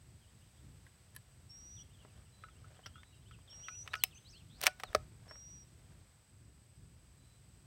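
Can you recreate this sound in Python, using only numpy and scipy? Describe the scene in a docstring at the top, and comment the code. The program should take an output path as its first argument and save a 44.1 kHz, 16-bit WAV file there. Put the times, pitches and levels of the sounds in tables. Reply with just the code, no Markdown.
"""In an open field, insects, hiss and a distant rumble sound throughout, and a bird twitters faintly.
Near 1 s a prone shooter handles a cartridge box; one bird gives the first of three whistles and
another starts to warble. A round seats at 2.9 s and the magazine latches at 4 s. The song ends in a
buzz, the bolt slides back to its stop at 4.7 s and locks shut at 4.9 s, and the third whistle follows.
Each steel impact is a broadband crack that excites damped modes of the rifle and of the struck part."""
import sys
import numpy as np
from scipy import signal
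from scipy.fft import rfft, irfft, next_fast_len
from scipy.io import wavfile
from scipy.ndimage import uniform_filter1d

SR = 44100
rng = np.random.default_rng(int(sys.argv[2]) if len(sys.argv) > 2 else 0)


def to_wav(s):
    """Save 16-bit WAV."""
    ch = np.atleast_2d(s).T  # columns
    pcm = np.round(np.clip(ch, -1, 1) * 32767)  # PCM
    wavfile.write(sys.argv[1], SR, pcm.astype(np.int16))


N = 337799

# modes of the action and stock: (frequency [Hz], spectral peak [dB], t60 [s])
RIFLE_MODES = [(427, 4.5, 0.058), (613.5, 10.5, 0.053), (746, 8.5, 0.074), (1030, -0.5, 0.035),
               (1290, -4.5, 0.0366), (1270, 0, 0.096), (1700, -3.5, 0.044), (1893, 1, 0.022),
               (2315, -7.5, .05), (2560, -3.5, 0.05), (3050, 0, 0.051), (3990, 2, 0.042),
               (4320, -17.5, 0.12), (4600, 4.5, 0.056), (5000, -6, 0.12), (5550, 5, 0.023), (8360, 4.5, .1),
               (9760, -3, .054), (12400, -13.5, .085), (13600, -12.5, .075)]
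# spectral envelope of the cartridge box: (frequency [Hz], level [dB])
BOX_VOICE = [(300, -26), (700, -53), (1020, -17.5), (1250, -37), (1680, -8), (2300, -23), (2900, -20),
             (7200, -29.5), (11300, -14), (13500, -25)]


def snaps():
    """Impact excitation: the box snaps, a round seats, the magazine latches, the bolt stops and locks."""
    # spectral envelopes of the parts: (frequency [Hz], level [dB])
    cartridge_voice = [(300, -22), (1000, -20.5), (1350, -11), (1950, -12.5), (2500, -21), (3100, -10),
                       (4000, -24), (5600, -9.5), (6700, -34), (15000, -37)]
    catch_voice = [(250, -7.5), (500, -23), (770, -3), (1300, -2.5), (1550, -7), (2300, 7.5), (2950, 10),
                   (3600, 7.5), (4000, 3), (4700, -5), (5900, 5), (7000, -3), (11000, 2), (15200, 7.5)]
    stop_voice = [(300, -4.5), (480, 0), (700, 7.5), (1000, 2.5), (1300, 13), (1550, 11), (1850, 16),
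                  (2550, 17), (3000, 10), (4300, 5), (5900, 11.5), (6900, 0), (8000, 3), (15000, -2.5)]
    lock_voice = [(290, 2.5), (450, 18.5), (620, 16.5), (880, -2.5), (1250, 17), (1500, 3), (1830, 7),
                  (2500, 2.5), (2900, -5), (4200, 1.5), (6000, 1.5), (7400, -19), (8700, -5.5),
                  (11000, -17.5)]
    out = np.zeros(N)
    # each part has one dominant mode: (frequency [Hz], spectral peak [dB], t60 [s])
    add(out, 1.163, strike(BOX_VOICE, clatter=.0015, rifle_db=4.5, modes=[(4620, 7, .09)]))
    add(out, 2.86, strike(cartridge_voice, clatter=.007, rifle_db=-2, modes=[(1370, 12, .06)]))
    add(out, 4.0374, strike(catch_voice, clatter=.0014, rifle_db=-5, modes=[(5195, 5.5, .12)]))
    add(out, 4.6666, strike(stop_voice, clatter=.003, rifle_db=-3.5, modes=[(1476, 3, .19)]))
    add(out, 4.9484, strike(lock_voice, clatter=.0023, rifle_db=-8, modes=[(624, -17, .056)]))
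    return out


def strike(voice, clatter, rifle_db, modes, crack_db=-1, bass_db=-12, swell_s=.0006):
    """Free vibration: after the crack, rifle and part ring on; both are too small to radiate bass."""
    t = np.arange(12288) / SR
    body = amp(rifle_db) * ring(RIFLE_MODES, t) + ring(modes, t)
    blow = amp(crack_db) * crack(t, max(clatter, .0005)) + body * (1 - np.exp(-t / swell_s))
    return colour(blow, [(60, voice[0][1] + bass_db)] + voice)


def crack(t, clatter, rise=.14, life=.94):
    """Contact noise: a quick run of tiny impacts spreads its energy evenly over frequency."""
    envelope = (1 - np.exp(-t / (rise * clatter))) * np.exp(-t / (life * clatter))
    spectrum = rfft(rng.standard_normal(len(t)) * envelope)
    magnitude = np.sqrt(uniform_filter1d(abs(spectrum) ** 2, size=200) + 1e-12)
    return irfft(spectrum / magnitude, len(t)) * (t < t[-1] / 2)


def ring(modes, t):
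    """Modal superposition: damped sines, each scaled by the height of its spectral peak."""
    hz, db, t60 = np.transpose(modes)[:, :, None]
    tau = t60 / np.log(1000)
    phase = 2 * np.pi * rng.random(hz.shape)
    return (2 * amp(db) / (tau * SR) * np.exp(-t / tau) * np.sin(2 * np.pi * hz * t + phase)).sum(0)


def rattles():
    """Resonant filtering: light knocks of loose parts are shaped by the receiver's broad resonances."""
    # spectral envelopes: (frequency [Hz], level [dB])
    stock_voice = [(270, 7), (570, 2.5), (1700, 7), (4500, -21), (12000, -26)]
    magazine_voice = [(270, -20.5), (850, -16), (1250, -2.5), (2500, -2.5), (4500, -18), (7000, -31),
                      (12000, -41)]
    bolt_voice = [(270, -16), (570, -5.5), (1700, 0.5), (4500, -9.5), (12000, -21)]
    # fingers on the box: (time [s], level [dB], tilt [dB/octave])
    box_ticks = [(0.865, -7.5, -6.5), (1.149, -12, -1)]
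    # hand and shoulder on the stock: (time [s], level [dB], tilt [dB/octave], clatter time [s])
    stock_bumps = [(2.049, -31, -5, 0.0042), (2.791, -31.5, -4.5, 0.0023), (3.388, -37.5, -5, 0.0015),
                   (4.9302, -20.5, 3, .0015), (4.959, -15, 3.5, 0.0035), (5.266, -39.5, -8, .003),
                   (5.31, -20, -1, 0.0056)]
    # the magazine is loaded and seated, then rattles as the rifle is shouldered:
    # (time [s], level [dB], tilt [dB/octave], clatter time [s], spring ring [dB])
    magazine_knocks = [(2.437, -15.5, -3, 0.0045, 5), (2.484, -26, 0, .008, 7), (2.642, -30.5, -7, .004, 9),
                       (2.956, -31, 5.5, 0.0087, 16.5), (2.98, -32.5, -3, .006, 10.5),
                       (3.032, -16.5, 0, 0.0022, -21), (3.31, -23.5, 3, .005, 4), (3.684, -5, 1, 0.003, -2),
                       (3.876, -5.5, 3.5, 0.0026, -32), (3.934, -4.5, 3, 0.0017, -24),
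                       (3.939, 5, 1, 0.0016, -9), (3.954, -8.5, 6.5, 0.002, 4.5),
                       (5.355, -21, -6.5, .003, -30)]
    # the bolt in its raceway: (time [s], level [dB], tilt [dB/octave], clatter time [s])
    bolt_ticks = [(4.6145, -12.5, 7, .001), (4.6366, -4, 5.5, .0025), (4.655, -10, 2.5, .002),
                  (4.66, -2.5, 2.5, .0025), (4.676, 2.5, -2.5, .003), (4.798, -11, 0, 0.0057),
                  (4.8348, -0.5, -1.7, .0025)]
    out = np.zeros(N)
    for voice, contacts in [(BOX_VOICE, box_ticks), (stock_voice, stock_bumps),
                            (magazine_voice, magazine_knocks), (bolt_voice, bolt_ticks)]:
        for s, *contact in contacts:
            add(out, s, knock(voice, *contact))
    receiver = [(300, -3.5), (660, 0), (1060, 1), (1300, -1), (1520, -.5), (1850, 1), (2550, -2),
                (3600, -.5), (4400, -4), (5800, 2), (6900, -4.5), (8500, 2), (11500, -.5), (15000, -.5)]
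    return colour(out, receiver)


def knock(voice, db, tilt, clatter=.0059, spring_db=-27, rifle_db=-4, pivot_hz=1700):
    """Contact hardness tilts the spectrum: a harder knock rings rifle and magazine more brightly."""
    # modes of the magazine and its spring: (frequency [Hz], spectral peak [dB], t60 [s])
    magazine_modes = [(1304, 14.5, 0.053), (1460, 13.5, .2), (2810, 1.5, 0.075), (4640, -5.5, 0.13),
                      (5033, -12, 0.22)]
    tilted = [(hz, voice_db + db + tilt * np.log2(hz / pivot_hz)) for hz, voice_db in voice]
    spring = [(hz, mode_db + spring_db, t60) for hz, mode_db, t60 in magazine_modes]
    return strike(tilted, clatter, rifle_db, spring)


def bolt_slide(grit_db=5, slips_hz=330, modes_db=-4):
    """Stick-slip friction of steel on steel drives the modes of the action."""
    # back, then forward: (middle [s], length [s], level [dB])
    strokes = [(4.611, .01, -52), (4.637, .01, -33), (4.664, .012, -43), (4.8, .022, -62)]
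    grit = swells(strokes) * unit(rng.standard_normal(N) * amp(grit_db * drift(slips_hz)))
    body = signal.fftconvolve(grit, ring(RIFLE_MODES, np.arange(SR // 8) / SR))[:N]
    voice = [(150, -14), (500, 2), (1500, 5), (3600, 7.5), (5800, -1.5), (7000, -7.5), (10000, -8),
             (16000, -6.5)]
    return colour(grit + amp(modes_db) * body, voice)


def rub(grain_db=2.5, grains_hz=160):
    """Sliding friction of hand and magazine along the stock makes dull, uneven noise."""
    # (middle [s], length [s], level [dB])
    strokes = [(2.03, 0.065, -68.5), (2.18, 0.11, -69.5), (2.42, 0.13, -74), (2.73, 0.32, -68),
               (3.59, 0.22, -66), (3.865, 0.03, -59), (3.945, 0.072, -60.5), (4.635, 0.046, -53),
               (4.92, 0.24, -63), (5.3, .14, -66.5), (5.92, .35, -73)]
    voice = [(150, -18.5), (400, -1.5), (620, 4.5), (900, -3.5), (1400, -1.5), (3500, -10), (6000, -12),
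             (15000, -29)]
    friction = noise(lambda hz: amp(level_at(voice, hz)))
    return swells(strokes) * unit(friction * amp(grain_db * drift(grains_hz)))


def thumps(swell_s=.0048):
    """Damped low oscillations follow as rifle and elbows rock on the ground."""
    # (time [s], frequency [Hz], level [dB], t60 [s])
    pushes = [(1.184, 108, -45.5, 0.095), (2.865, 94, -48, 0.14), (4.645, 74.4, -51, 0.16),
              (4.863, 44.3, -48, 0.25), (4.943, 51.5, -48, 0.34), (5.325, 68.1, -54, 0.18)]
    out, t = np.zeros(N), np.arange(SR // 2) / SR
    for s, hz, db, t60 in pushes:
        envelope = amp(db - 60 * t / t60) * (1 - np.exp(-t / swell_s))
        add(out, s, envelope * np.sin(2 * np.pi * hz * t))
    return out


def whistler(wander_hz=18, wander_db=.8, climb_hz_per_s=520):
    """Slow frequency modulation: each thin whistle flicks down, scoops up, climbs and finally droops."""
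    # (time [s], length [s], pitch [Hz], level [dB], swell over the note [dB])
    whistles = [(1.488, 0.35, 5660, -58, -2), (3.492, 0.35, 5710, -53.5, 6.5),
                (5.278, 0.37, 5630, -57.5, -1.5)]
    flick_hz, flick_s = 417, .009
    scoop_hz, scoop_s = 422, .036
    droop_hz, droop_s = 209, .02
    out = np.zeros(N)
    wander = drift(11)
    for s, length, pitch, db, swell_db in whistles:
        t = np.arange(0, length, 1 / SR)
        effort = wander[round(s * SR):][:len(t)]
        onset_hz = flick_hz * np.exp(-t / flick_s) - scoop_hz * np.exp(-t / scoop_s)
        hz = pitch + onset_hz + climb_hz_per_s * t - droop_hz * np.exp((t - length) / droop_s)
        level_db = db + swell_db * (t / length - .5) + wander_db * effort
        add(out, s, note(hz + wander_hz * effort, level_db, waver=.0011, fade=.11))
    return out


def warbler(base_hz=3800, climb_hz_per_s=3500, point_hz=2670, point_s=.022, fade_db_per_s=35):
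    """Frequency modulation: gliding notes, and two flourishes whose pitch shoots up and falls back."""
    # quick slurs, plus faint, thin, level whistles near 4 kHz from far off:
    # (time [s], length [s], start pitch [Hz], end pitch [Hz], level [dB])
    notes = [(1.762, .042, 3750, 2850, -65), (1.788, 0.037, 2900, 3500, -64.5),
             (1.931, .033, 3700, 3120, -72.5), (1.984, 0.053, 3250, 2700, -72.5),
             (2.308, 0.18, 4030, 3940, -76), (2.832, .029, 2920, 3400, -65),
             (2.931, 0.091, 3150, 3700, -69.5), (3.028, 0.18, 3950, 3820, -79),
             (3.122, .033, 3000, 2630, -73), (3.254, 0.041, 2770, 3860, -72),
             (3.313, 0.044, 3700, 2450, -67.5), (3.474, 0.027, 3910, 2900, -65.5),
             (3.507, 0.03, 3710, 2850, -64.5), (3.631, 0.021, 2870, 3500, -59.5),
             (3.65, .028, 3390, 2600, -64), (3.704, .064, 2330, 2880, -66), (3.813, .049, 6150, 6400, -63),
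             (4, .032, 2780, 3550, -63), (4.107, 0.037, 3920, 2400, -67), (4.144, 0.042, 6080, 6380, -61.5),
             (4.15, 0.043, 2340, 3750, -66), (4.325, 0.07, 2420, 3900, -66.5),
             (4.387, .04, 3500, 2430, -72), (4.842, .06, 4450, 3350, -64.5),
             (7.173, .24, 4000, 3980, -81.5)]
    # (time of the pitch peak [s], level [dB])
    flourishes = [(3.967, -63), (4.31, -64.5)]
    lead_s, trail_s = .072, .093
    out = np.zeros(N)
    for s, *path, db in notes:
        add(out, s, slur(glide(*path), db))
    t = np.arange(-lead_s, trail_s, 1 / SR)
    pointed = base_hz + climb_hz_per_s * t + point_hz * np.exp(-abs(t) / point_s)
    for s, db in flourishes:
        add(out, s - lead_s, slur(pointed, db - fade_db_per_s * t))
    return out


def buzz(start_s=4.485, sweeps_per_s=88, swing=.12):
    """Sawtooth modulation of a rising tone: fast upward sweeps fuse into the warbler's closing buzz."""
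    out = np.zeros(N)
    hz = glide(.125, start_hz=3150, end_hz=5700)
    sweep = np.arange(len(hz)) / SR * sweeps_per_s % 1
    tone = note(hz * (1 + swing * (2 * sweep - 1)), db=-65.5, waver=.004, fade=.4)
    add(out, start_s, tone * np.sin(np.pi * sweep))
    return out


def twitter(length_s=.04, centre_hz=3150, sweep=.115, spread=.12):
    """A jittered chirp train: faint slurs go up or down by chance, at loosely even intervals."""
    # (start [s], end [s], slur rate [1/s], level [dB])
    bouts = [(0.152, 0.651, 8, -77), (1.901, 3.65, 10, -76.5), (3.45, 4.45, 7, -74.5)]
    out = np.zeros(N)
    for start, end, rate, db in bouts:
        for s in np.arange(start, end, 1 / rate):
            late, way, high, long = rng.uniform(-1.1, 1, 4)
            hz, step = centre_hz * (1 + spread * high), 1 + sweep * np.sign(way)
            path = glide(length_s * (1 + long / 2), hz * step, hz / step)
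            add(out, s + late / rate / 2, slur(path, db))
    return out


def slur(hz, db):
    """Pitch jitter roughens a warbled note: the wider its sweep, the raspier it is."""
    octaves = np.log2(hz.max() / hz.min())
    return note(hz, db, waver=.002 + .015 * octaves, fade=.35, flutter_db=1.6)


def glide(length, start_hz, end_hz):
    """A hyperbolic sweep: the period changes evenly, so the pitch moves fastest where it is high."""
    return 1 / np.linspace(1 / start_hz, 1 / end_hz, round(max(length, .01) * SR))


def note(hz, db, waver, fade, flutter_db=1.06):
    """Random modulation leaves a bird's nearly pure tone slightly unsteady in pitch and strength."""
    pitch, strength = (unit(uniform_filter1d(z, size=100)) for z in rng.standard_normal((2, len(hz))))
    turns = np.cumsum(hz * (1 + waver * pitch)) / SR
    envelope = amp(db + flutter_db * strength) * signal.windows.tukey(len(hz), fade)
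    return np.sqrt(2) * envelope * np.sin(2 * np.pi * turns)


def open_air(rumble_db=-61.5, gust_db=2.5, hiss_db=-71.5, hiss_swell_db=.8):
    """Coloured noise under slow amplitude modulation: a distant rumble and the hiss of open air."""
    # (frequency [Hz], relative spectral density [dB])
    rumble_spectrum = [(12, -71.5), (20, -34.5), (27, -26), (29, -18.5), (34, -21.5), (45, -5.5), (75, 0.5),
                       (123, -1.5), (166, -9), (296, -20), (352, -20), (500, -30), (650, -61.5),
                       (1100, -120)]
    hiss_spectrum = [(300, -11), (500, 0.5), (1000, -3), (2000, -4), (3200, -5.5), (6300, -8.5),
                     (9500, -11.5), (10500, -17), (11600, -14.5), (16000, -18.5)]
    # the low rumble swells briefly: (middle [s], length [s], level [dB])
    rumble_swells = [(2.42, 0.23, -68), (4.97, .25, -60), (5.57, 0.14, -62.5), (5.91, 0.11, -66.5)]
    rumble_gain = amp(rumble_db + gust_db * drift(5)) + swells(rumble_swells)
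    rumble = rumble_gain * noise(lambda hz: amp(level_at(rumble_spectrum, hz)))
    hiss_gain = amp(hiss_db + hiss_swell_db * drift(.67))
    return rumble + hiss_gain * noise(lambda hz: amp(level_at(hiss_spectrum, hz)))


def insects(shimmer_db=.97, shimmer_hz=55):
    """Narrow-band noise: an insect chorus merges into steady, shimmering bands."""
    # (centre [Hz], width [Hz], level [dB])
    bands = [(8063, 360, -74.5), (4870, 210, -87), (9000, 500, -91.5)]
    chorus = sum(amp(db) * noise(lambda hz: np.exp(-((hz - centre) / width) ** 2 / 2))
                 for centre, width, db in bands)
    return chorus * amp(shimmer_db * drift(shimmer_hz))


def scatter(x, t60, dull_hz, echoes_per_s=3000):
    """Scattering from gravel, grass and trees returns sparse, decaying reflections."""
    t = np.arange(SR // 2) / SR
    echoes = rng.standard_normal(len(t)) * (rng.random(len(t)) < echoes_per_s / SR)
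    decay = amp(-60 * t / t60) * (t > .005)
    response = colour(echoes * decay, [(100, 0), (dull_hz, 0), (16000, -9)])
    return signal.fftconvolve(x, response / np.linalg.norm(response))[:N]


def colour(x, points, size=2048):
    """A minimum-phase filter through (frequency [Hz], gain [dB]) points keeps attacks sharp."""
    log_gain = np.log(amp(level_at(points, abs(np.fft.fftfreq(size, 1 / SR)))))
    taps = np.fft.ifft(np.exp(np.conj(signal.hilbert(log_gain)))).real
    return signal.fftconvolve(x, taps[:size // 2])[:len(x)]


def swells(strokes):
    """Exponential envelopes: each stroke builds up to its middle and dies away."""
    t = np.arange(N) / SR
    return sum(amp(db) * np.exp(-2 * abs(t - s) / max(length, .002)) for s, length, db in strokes)


def noise(gain):
    """Spectral shaping: noise of rms 1 whose spectrum follows gain(Hz)."""
    size = next_fast_len(N, True)
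    spectrum = rfft(rng.standard_normal(size)) * gain(np.fft.rfftfreq(size, 1 / SR))
    return unit(irfft(spectrum, size)[:N])


def drift(rate_hz):
    """Low-passed noise: a smooth random curve of rms 1."""
    return noise(lambda hz: np.exp(-(hz / rate_hz) ** 2))


def level_at(points, hz):
    """Interpolation of a spectrum on a log-frequency axis."""
    point_hz, db = np.transpose(points)
    return np.interp(np.log(hz + 1), np.log(point_hz + 1), db)


def add(mix, s, sound):
    """Superposition: a sound joins the mix at time s."""
    part = mix[max(round(s * SR), 0):][:len(sound)]
    part += sound[:len(part)]


def amp(db):
    """Decibels to amplitude ratio."""
    return 10 ** (np.asarray(db) / 20)


def unit(x):
    """Normalisation to rms 1."""
    return x / np.sqrt(np.mean(x ** 2) + 1e-20)


def scene():
    """Direct and reflected sound add: the rifle is close and dry, the birds carry faint echoes."""
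    gun = snaps() + rattles() + bolt_slide() + rub()
    whistle = whistler()
    song = warbler() + buzz() + twitter()
    gun += amp(-30.5) * scatter(gun, t60=.18, dull_hz=4000)
    whistle += amp(-24) * scatter(whistle, t60=.43, dull_hz=6000)
    song += amp(-11) * scatter(song, t60=.3, dull_hz=6000)
    return (gun + thumps() + whistle + song + open_air() + insects())[None]


def record(dry):
    """Band limiting: the sound passes between 30 Hz and 16.2 kHz."""
    low_cut = signal.butter(4, 30, "highpass", fs=SR, output="sos")
    high_cut = signal.firwin(255, 16200, window=("kaiser", 9), fs=SR)
    return signal.oaconvolve(signal.sosfilt(low_cut, dry), high_cut[None], "same")


dry = scene()
out = record(dry)
to_wav(out)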